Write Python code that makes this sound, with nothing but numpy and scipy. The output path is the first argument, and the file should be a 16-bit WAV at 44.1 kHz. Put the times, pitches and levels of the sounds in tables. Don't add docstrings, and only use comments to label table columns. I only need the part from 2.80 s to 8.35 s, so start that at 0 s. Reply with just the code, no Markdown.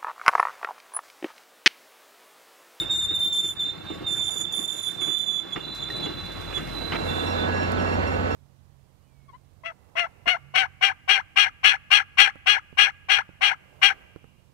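import sys
import numpy as np
from scipy import signal
from scipy.fft import rfft, irfft, next_fast_len
from scipy.io import wavfile
from scipy.ndimage import uniform_filter1d

SR = 44100
rng = np.random.default_rng(int(sys.argv[2]) if len(sys.argv) > 2 else 0)


def store_pcm(level_fs):
    pcm = np.round(np.clip(level_fs, -1, 1) * 32767).astype(np.int16)
    wavfile.write(sys.argv[1], SR, np.atleast_2d(pcm).T)


N = 244755
T = np.arange(N) / SR

# start in seconds, end in seconds, first pitch in Hz, last pitch in Hz,
# then levels in dB, before each partial's own trim, of the main note, octave, third and fourth partial.
SQUEALS = [(.008, .016, 3624, 3620, -22, -39, -48, -51), (.112, .203, 3662, 3605, -22, -33, -50.5, -52),
           (.224, .254, 3613, 3570, -23, -35, -47.5, -56), (.295, .342, 3640, 3680, -24, -50, -60, -66),
           (.351, .361, 3610, 3585, -21, -38, -45.5, -46), (.394, .412, 3585, 3580, -23, -40, -46, -46),
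           (.432, .48, 3580, 3565, -22, -41, -45.5, -47), (.502, .52, 3615, 3610, -25, -46, -58, -62),
           (.531, .605, 3552, 3555, -21, -34, -45.5, -51), (.637, .712, 3558, 3515, -25, -37.5, -47, -51),
           (.8, .839, 3560, 3505, -23.5, -43, -54, -54), (.858, .9, 3600, 3575, -24, -52, -64, -70),
           (1.09, 1.151, 3626, 3585, -36, -57, -80, -79), (1.274, 1.3, 3610, 3552, -23, -41, -51, -62),
           (1.312, 1.49, 3548, 3528, -25, -35.5, -48, -58), (1.51, 1.618, 3525, 3490, -28.5, -32, -45, -53),
           (1.726, 1.85, 3480, 3526, -26, -37, -45, -49), (1.879, 1.995, 3530, 3498, -30, -39, -49, -51),
           (2.027, 2.089, 3485, 3472, -25, -39, -43.5, -53),
           (2.214, 2.35, 3455, 3502, -23, -38.5, -49, -56), (2.37, 2.435, 3502, 3495, -25, -40, -52, -58),
           (2.465, 2.595, 3483, 3465, -25.5, -42, -57, -63), (4.29, 4.42, 3540, 3530, -31.5, -59, -76, -85),
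           (4.56, 4.66, 3550, 3525, -35, -65, -80, -85)]
# pitch in Hz, width in Hz, relative level in dB.
WHEEL_MODES = [(4710, 140, -25), (5420, 71, -27.5), (5950, 240, -21.5), (8690, 170, -24),
               (11700, 610, -21.5), (13400, 360, -29)]
# time in seconds, thud level in dB, clang level in dB (before trims).
KNOCKS = [(0.018, -26, -38), (0.308, -33, -45), (0.643, -35, -44), (0.866, -31, -49.5), (1.102, -25, -39),
          (1.208, -27, -45), (1.316, -28.5, -60), (1.557, -29, -45), (1.788, -31, -50), (2.214, -30, -41),
          (2.277, -26, -41), (2.76, -25, -29), (3.009, -31, -44), (3.1, -29, -40), (3.209, -24, -41),
          (3.26, -24, -33), (3.726, -28, -36), (3.775, -25, -31)]
# frequency in Hz, relative level in dB per Hz.
HISS_COLOUR = [(2000, 7), (5000, 2.5), (7500, 6.5), (9500, 1.5), (12000, 0.5), (14500, -12), (16000, -31)]
# frequency in Hz, left-right likeness (0-1), left's lead in radians.
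FIRST_SAME = [(60, .97, 1.17), (230, .96, 1.3), (380, .93, 1.85), (500, .55, 2.45), (620, .4, 2.5),
              (700, .4, 4.2), (880, .6, 5.8), (1050, .72, 5.5), (2000, .72, 6.25), (3100, .58, 6.45),
              (5000, .15, 6.4), (7000, .3, 5.3), (10000, .85, 6.28)]
# frequency in Hz, left minus right in dB.
FIRST_SIDE = [(60, 8.5), (200, 3.5), (380, -2), (700, -12.5), (1290, -3.5), (4400, -5), (8120, -8),
              (15000, 0)]


def amp(db):
    return 10 ** (np.asarray(db) / 20)


def unit(x):
    return x / np.sqrt(np.mean(abs(x) ** 2) + 1e-20)


def follow(rows, t=T):
    s, *columns = np.transpose(rows)
    return [np.interp(t, s, c) for c in columns]


def read(points, hz):
    f, value = np.transpose(points)
    return np.interp(np.log(hz + 1), np.log(f), value)


def gate(start, end, fade):
    return np.clip(1 + np.minimum(T - start, end - T) / fade, 0, 1)


def held(start, end, grow, t60):
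    growth = np.clip(1 + (T - start) / grow, 0, 1) ** 2
    return growth * np.exp(-np.log(1000) * np.maximum(T - end, 0) / t60)


def bumps(times, lengths):
    return np.cos(np.pi * np.clip((T - times[:, None]) / lengths[:, None], -.5, .5)) ** 2


def blows(times, levels_db, rise, t60):
    age = np.maximum(T - np.asarray(times)[:, None], 0)
    decay = np.exp(-np.log(1000) * age / t60)
    return (amp(np.asarray(levels_db)[:, None]) * np.minimum(age / rise, 1) * decay).sum(0)


def flutter(width_hz):
    f = np.fft.fftfreq(N // 20 + 2, 20 / SR)
    random_phase = np.exp(2j * np.pi * rng.random(len(f)))
    slow = np.fft.ifft(random_phase / (1 + abs(f / width_hz) ** 3))
    return np.interp(np.arange(N) / 20, np.arange(len(f)), unit(slow))


def turn(hz):
    return np.exp(2j * np.pi * np.cumsum(hz * np.ones(N)) / SR)


def pan(side_db):
    g = amp(np.array([[.5], [-.5]]) * side_db)
    return g / np.sqrt(np.mean(g ** 2, 0))


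def ports(lead):
    return np.exp(1j * np.array([[.5], [-.5]]) * lead)


def tone(phasor, width_hz, scatter, alike=0.3):
    share, same = np.clip(scatter, 0, 1), np.clip(alike, 0, 1)
    left = flutter(width_hz)
    right = same * left + np.sqrt(1 - same ** 2) * flutter(width_hz)
    paths = np.array([left, right])
    return np.sqrt(2) * (phasor * (np.sqrt(1 - share) + np.sqrt(share) * paths)).real


def skirt(phasor, order):
    skirt_db, skirt_hz = -21, 150
    return amp(skirt_db) * tone(phasor ** order, skirt_hz * order, scatter=1)


def noise(spectrum, same, side, patchy_db, flicker_db, size=512):
    hop = size // 4
    frames, hz = N // hop + 5, np.fft.rfftfreq(size, 1 / SR)
    a, b, c, d, patches = rng.standard_normal((5, frames, len(hz)))
    patches = unit(uniform_filter1d(uniform_filter1d(patches, size=14, axis=0), size=7, axis=1))
    flicker = unit(uniform_filter1d(rng.standard_normal(frames), size=5))[:, None]
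    z = np.array([a + 1j * b, c + 1j * d]) * amp(patchy_db * patches + flicker_db * flicker)
    waves = signal.istft(z.transpose(0, 2, 1), nperseg=size, noverlap=size - hop)[1][:, :N]
    length = next_fast_len(N)
    left, other = rfft(waves, length)
    hz = np.fft.rfftfreq(length, 1 / SR)
    like, lead = [read(np.array(same)[:, [0, column]], hz) for column in (1, 2)]
    pair = ports(lead) * np.array([left, like * left + np.sqrt(1 - like ** 2) * other])
    coloured = pair * pan(read(side, hz)) * amp(read(spectrum, hz))
    return unit(irfft(coloured, length)[:, :N])


def grip(levels_db, grow, t60):
    spells = [amp(db) * held(start, end, grow, t60) for (start, end, *_), db in zip(SQUEALS, levels_db)]
    return np.max(spells, 0)


def squeal():
    # time in seconds, left minus right in dB.
    squeal_side = [(0, 1.5), (.9, -2), (1.3, -9), (2.1, -16), (2.7, -17)]
    # time in seconds, scattered share (0-1).
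    squeal_scatter = [(.2, .2), (.38, .33), (.56, .1), (.8, .3), (1.4, .2), (1.6, .52), (1.95, .55),
                      (2.05, .2), (2.6, .13), (4.3, .12)]
    main_grow_s, main_t60_s = 0.044, 0.11
    over_grow_s, over_t60_s = 0.0161, .15
    chatter_db, chatter_hz = 2, 22.8
    rebound_hz = 44.53

    main_db, *overtones_db = np.transpose(SQUEALS)[4:]
    levels = [grip(main_db, main_grow_s, main_t60_s)]
    levels += [grip(db, over_grow_s, over_t60_s) for db in overtones_db]
    base, octave, third, fourth = [level * amp(chatter_db * flutter(chatter_hz).real) for level in levels]

    pitch_points = [point for start, end, first, last, *_ in SQUEALS
                    for point in ((start, first), (end, last))]
    glide, = follow(pitch_points)
    load = grip(np.zeros(len(SQUEALS)), over_grow_s, over_t60_s)
    wheel = turn(glide + rebound_hz * (1 - load) + 8 * flutter(40).real)

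    scatter, = follow(squeal_scatter)
    side_db, = follow(squeal_side)
    rough = scatter + .08
    note = tone(wheel, width_hz=60, scatter=scatter, alike=0.05) + skirt(wheel, 1)
    out = amp(-2.5) * base * pan(side_db) * note
    octave_note = tone(wheel ** 2, width_hz=124, scatter=rough, alike=0.68) + skirt(wheel, 2.3)
    out += amp(-3.0) * octave * pan(-13.5) * octave_note
    out += third * pan(-3.5) * tone(wheel ** 3, width_hz=164, scatter=rough, alike=1.0)
    out += amp(-4.5) * fourth * pan(-10) * tone(wheel ** 4, width_hz=130, scatter=rough, alike=0.73)

    rasp = noise(HISS_COLOUR, FIRST_SAME, FIRST_SIDE, patchy_db=2.5, flicker_db=2)
    out += amp(-14.5) * third * rasp
    modes = sum(amp(db + 5 * flutter(8).real) * tone(turn(hz), width / 2, scatter=1)
                for hz, width, db in WHEEL_MODES)
    return out + np.sqrt(octave * third) * pan(-1.66) * modes


def first_train():
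    # time in seconds, level in dB before the fade.
    rolling = [(0, -40), (.6, -45.5), (1.2, -42), (2.45, -45.5), (3.0, -39.5), (4.1, -34)]
    # frequency in Hz, relative level in dB per Hz.
    roll_colour = [(50, -33), (110, -2.5), (170, 3), (250, -5.5), (340, 3), (410, -4), (500, -5.5),
                   (700, -7), (1200, -13), (1600, -12), (1900, -15.5), (2200, -16.5), (3000, -19),
                   (5000, -26.5), (8000, -40.5)]
    # pitch in Hz, width in Hz, level in dB against the roar.
    plate = [(1122, 9.5, -17), (1331, 100, -15), (1580, 11, -19.5), (2148, 34, -17.5), (2700, 31, -17.5)]
    # time in seconds, drone in dB (before a trim), firing note in dB; both fade.
    engine = [(0, -46.5, -46), (.3, -43.5, -51), (.55, -53, -71), (1.25, -42, -54), (1.9, -58, -78),
              (2.65, -59, -63), (3.0, -46, -52), (4.05, -40, -40.5)]
    # frequency in Hz, relative level in dB per Hz.
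    drone_colour = [(20, -55), (36, -25), (50, 8), (68, 1), (92, 16.5), (130, 4.5), (250, -49)]
    # middle in seconds, length in seconds, level in dB before the fade.
    slides = [(2.104, 0.47, -52.5), (3.17, 0.046, -52), (3.94, .8, -62), (4.453, 0.74, -54)]
    truck_db, truck_s = -17.5, 0.23
    hiss_db, hiss_against_roll_db = -90, -25

    roll_db, = follow(rolling)
    s, thud_db, _ = np.transpose(KNOCKS)
    truck_power = amp(thud_db + truck_db) ** 2 @ bumps(s, np.full(len(s), truck_s))
    roar = np.sqrt(amp(roll_db) ** 2 + truck_power)
    roll = roar * noise(roll_colour, FIRST_SAME, FIRST_SIDE, patchy_db=1.8, flicker_db=1.1)
    roll += roar * pan(-3) * sum(amp(db) * tone(turn(hz), width, scatter=0.96) for hz, width, db in plate)

    drone_db, firing_db = follow(engine)
    drone = amp(drone_db - 2.5) * noise(drone_colour, FIRST_SAME, FIRST_SIDE, patchy_db=1, flicker_db=.5)
    firing_note = tone(turn(50.5) * ports(1.17), width_hz=3, scatter=0.15, alike=.95)
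    firing = amp(firing_db) * pan(4.2) * firing_note

    s, length, slide_db = np.transpose(slides)
    sliding = amp(hiss_db) + amp(hiss_against_roll_db) * roar + amp(slide_db) @ bumps(s, length)
    hiss = sliding * noise(HISS_COLOUR, FIRST_SAME, FIRST_SIDE, patchy_db=2, flicker_db=1.3)
    fade, = follow([(4.3, 0.9), (4.8, 0.29)])
    return fade * (roll + drone + firing + hiss)


def far_wheels():
    # time in seconds, level in dB, pitch in Hz.
    ringing = [(0, -35, 3572), (.75, -40, 3564), (1.0, -42.5, 3570), (1.23, -49, 3570), (1.5, -32.5, 3547),
               (1.92, -36, 3560), (2.2, -38, 3540), (2.66, -41.5, 3490), (2.95, -37, 3528),
               (3.5, -44, 3517), (4.2, -49.5, 3476), (4.5, -39.5, 3525), (4.75, -51, 3620),
               (5.55, -67, 3460)]
    modes_db = -14.5
    ring_db, ring_hz = follow(ringing)
    far = turn(ring_hz + 14 * flutter(3.15).real)
    ring = tone(far, width_hz=48, scatter=0.65)
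    ring += amp(-24) * tone(far ** 2, width_hz=120, scatter=0.6)
    ring += sum(amp(db + modes_db) * tone(turn(hz), width / 2, scatter=0.71) for hz, width, db in WHEEL_MODES)
    return amp(ring_db) * pan(-10.0) * ring


def joints():
    # frequency in Hz, relative level in dB per Hz.
    thud_colour = [(60, -9), (160, 5.5), (350, 20.5), (600, 0.5), (1200, -37)]
    # frequency in Hz, relative level in dB per Hz.
    clang_colour = [(400, 0), (1100, 0), (2200, -5), (3000, -3.5), (3600, -13), (4400, -22), (12000, -54)]
    s, thud_db, clang_db = np.transpose(KNOCKS)
    thud = blows(s, thud_db - 7, rise=0.0016, t60=0.18)
    thud = thud * noise(thud_colour, FIRST_SAME, FIRST_SIDE, patchy_db=1, flicker_db=1)
    clang = blows(s, clang_db + 1, rise=0.0014, t60=0.13)
    clang = clang * noise(clang_colour, FIRST_SAME, FIRST_SIDE, patchy_db=3, flicker_db=1)
    return thud + clang


def struck_wheel():
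    # pitch in Hz, level in dB against the listed clang, 60 dB decay in seconds.
    struck = [(320, -6, .14), (834, -17, .16), (1190, -8, .06), (1545, -16, .15), (2140, -14, .07),
              (2825, -18, .7)]
    s, _, clang_db = np.transpose(KNOCKS)
    push = np.zeros(N)
    push[np.round(s * SR).astype(int)] = amp(clang_db)
    out = 0
    for hz, db, t60 in struck:
        keep_per_sample = np.exp(-np.log(1000) / (t60 * SR))
        ring = signal.lfilter([1], [1, -keep_per_sample], push + 1e-18)
        out = out + amp(db) * ring * tone(turn(hz), width_hz=23, scatter=0.15)
    return pan(-3) * out


def flange():
    # start in seconds, end in seconds, level in dB, left minus right in dB.
    rubs = [(0.88, 1.16, -52.5, -7), (1.98, 2.757, -54.5, -9), (2.87, 3.47, -40, -2.5),
            (3.11, 3.232, -38.5, -1.5), (3.555, 3.87, -44, -19), (3.938, 4.28, -37, -21),
            (4.392, 4.61, -40.5, -20), (4.73, 4.834, -50, -6)]
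    # time in seconds, pitch in Hz.
    flange_pitch = [(.83, 3950), (.97, 4075), (1.15, 3990), (2.0, 4003), (4.1, 3998)]
    grow_s, t60_s = 0.12, 0.5
    pitch, = follow(flange_pitch)
    rim = turn(pitch + 10 * flutter(30).real)
    song = amp(2 * flutter(8).real) * (tone(rim, width_hz=70, scatter=0.3) + skirt(rim, 1))
    levels = [amp(db) * pan(side_db) * held(start, end, grow_s, t60_s) for start, end, db, side_db in rubs]
    return song * np.max(levels, 0)


def slips():
    # middle in seconds, length in seconds, lowest pitch in Hz, level in dB, octave level in dB.
    short_slips = [(1.654, 0.013, 3500, -21.5, -57), (2.737, 0.046, 3420, -27.5, -44),
                   (3.035, 0.079, 3496, -24.5, -51.5), (3.25, 0.0744, 3420, -30, -48.5),
                   (3.77, 0.079, 3423, -26.5, -45)]
    free_hz = 3505
    s, length, low_hz, level_db, octave_db = np.transpose(short_slips)
    bite = bumps(s, length)
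    wheel = turn(free_hz + (low_hz - free_hz) @ np.sqrt(bite))
    out = amp(level_db) @ bite * tone(wheel, width_hz=25, scatter=0.51)
    overtones = tone(wheel ** 2, width_hz=93, scatter=0.65)
    overtones += amp(-14.5) * tone(wheel ** 3, width_hz=120, scatter=.7)
    out += amp(octave_db) @ bite * overtones
    return pan(-14) * out


def clinks():
    # time in seconds, pitch in Hz, level in dB.
    loose_steel = [(2.215, 2220, -37), (3.101, 1870, -33)]
    return pan(-4) * sum(blows([s], [db], rise=.002, t60=.06) * tone(turn(hz), width_hz=60, scatter=.2)
                         for s, hz, db in loose_steel)


def second_train():
    # time in seconds, level in dB.
    approach = [(2.8, -100), (3.5, -60), (4.0, -43.5), (4.25, -31), (4.7, -26), (5.15, -25.5),
                (5.55, -27.5)]
    # frequency in Hz, relative level in dB per Hz.
    rumble_colour = [(22, -27), (50, 1), (120, -1.5), (250, 4.5), (520, 3.5), (1000, -1), (1900, -7),
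                     (3000, -16), (4400, -22), (6000, -34.5), (7200, -29.5), (8500, -49), (12500, -46.5),
                     (16000, -60)]
    # frequency in Hz, left-right likeness (0-1), left's lead in radians.
    second_same = [(120, .97, .87), (220, .97, 1.47), (500, .95, 2.36), (1300, .76, 2.95), (2000, .83, 3.4),
                   (3200, .68, 3.55), (5000, .53, 4), (7200, .55, 4.7), (10000, .55, 6.28)]
    # frequency in Hz, left minus right in dB.
    second_side = [(100, 0), (380, -2), (700, -10), (1290, -4.5), (2380, -6), (8120, -10.5), (15000, -16)]
    # pitch in Hz, level in dB against the rumble.
    generator = [(90.2, -5.5), (180.3, -20.5)]
    # pitch in Hz, width in Hz, level in dB against the rumble, left's lead in radians.
    machinery = [(242, 5, -15, 1.6), (442, 5, -14, 2.2), (495, 4, -18, 2.4), (518, 16, -15, 2.4),
                 (663, 5, -21, 2.6), (947, 6, -23, 2.6), (1105, 8, -20.5, 2.9), (1325, 4, -15, 2.9),
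                 (1492, 4, -17.5, -1), (1669, 5, -18.5, 1), (4120, 30, -32, 0), (4410, 35, -33, 0)]
    level_db, = follow(approach)
    rumble = noise(rumble_colour, second_same, second_side, patchy_db=0.7, flicker_db=.7)
    hum = sum(amp(db) * tone(turn(hz) * ports(.85), width_hz=4, scatter=.005) for hz, db in generator)
    throb = amp(-11) * gate(5.2, 5.55, .3) * tone(turn(70.2) * ports(.85), width_hz=3, scatter=.05)
    whines = pan(-6) * sum(amp(db) * tone(turn(hz) * ports(lead), width, scatter=.45)
                           for hz, width, db, lead in machinery)
    return amp(level_db) * (rumble + hum + throb + whines)


def grit_spurts():
    # time in seconds, snap level in dB, fizz level in dB.
    ticks = [(2.9464, -52, -49), (3.0996, -52, -49), (3.2299, -51, -59), (3.3878, -60, -60),
             (3.4521, -57, -56), (3.5192, -56, -54), (3.609, -50, -51), (3.7429, -57, -49.5),
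             (4.9195, -37.5, -68)]
    # frequency in Hz, relative level in dB per Hz.
    grit_colour = [(3000, -14), (5000, 7), (8000, 2), (12000, -3), (15500, -14)]
    s, snap_db, fizz_db = np.transpose(ticks)
    spurts = blows(s, snap_db, rise=.0003, t60=0.012)
    spurts += blows(s, fizz_db, rise=0.0041, t60=0.19)
    return spurts * noise(grit_colour, FIRST_SAME, FIRST_SIDE, patchy_db=2, flicker_db=2)


def brake():
    # start in seconds, end in seconds, lower note in dB, upper note in dB.
    spells = [(4.207, 4.41, -45, -67), (4.465, 4.516, -40.5, -51.5), (4.726, 4.78, -41.5, -52.5),
              (4.8, 4.848, -39.5, -47), (4.988, 5.028, -44.5, -49), (5.066, 5.142, -42, -54.5),
              (5.266, 5.292, -40.5, -51), (5.327, 5.342, -42, -55.5), (5.51, 5.557, -45, -52.5)]
    brake_hz = (2720, 5469)
    brake_drag_db = (-7, -14)
    # pitch in Hz, level in dB against the upper note's middle level.
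    brake_modes = [(7050, -8), (8650, -15), (10400, -18.5)]
    grow_s, t60_s = 0.014, 0.21
    start, end, *notes_db = np.transpose(spells)
    rubs = np.array([held(a, b, grow_s, t60_s) for a, b in zip(start, end)])
    drag = gate(start[0], end[-1], 0.16)
    whine = 0
    for hz, db, drag_db in zip(brake_hz, notes_db, brake_drag_db):
        caught = (amp(db)[:, None] * rubs).max(0)
        dragging = drag * amp(drag_db + np.interp(T, start, db))
        whine = whine + np.maximum(caught, dragging) * tone(turn(hz), width_hz=40.3, scatter=0.43)
    modes = sum(amp(db) * tone(turn(hz), width_hz=130, scatter=0.96) for hz, db in brake_modes)
    sizzle = amp(np.median(notes_db[1])) * rubs.max(0) * modes
    return pan(-4.0) * (whine + sizzle)


def scrape():
    # frequency in Hz, relative level in dB per Hz.
    scrape_colour = [(200, -30), (600, 3), (1000, 0), (1600, 0), (2300, -2), (3200, -4.5), (4300, -20),
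                     (6000, -25), (12000, -63)]
    force = amp(-30.7) * gate(4.121, 4.167, .002)
    force = force + blows([4.119], [-30.5], rise=.0005, t60=.06)
    return force * noise(scrape_colour, FIRST_SAME, FIRST_SIDE, patchy_db=1, flicker_db=1.3)


def chirp():
    # time in seconds, pitch in Hz, level in dB.
    fall = [(4.92, 4550, -56), (4.96, 3950, -50), (4.985, 3280, -44), (5.01, 2780, -51)]
    pitch, level_db = follow(fall)
    level = amp(level_db) * gate(fall[0][0], fall[-1][0], 0.01)
    return level * pan(-5) * tone(turn(pitch), width_hz=93, scatter=.08)


def scene():
    first = squeal() + first_train() + far_wheels() + joints() + struck_wheel()
    first += flange() + slips() + clinks() + grit_spurts() + scrape()
    second = second_train() + brake()
    return first + second + chirp()


def record(dry):
    edge_hz = 15600
    low_pass = signal.firwin(511, edge_hz, window=("kaiser", 9), fs=SR)
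    return signal.oaconvolve(dry, low_pass[None], "same")


dry = scene()
out = record(dry)
store_pcm(out)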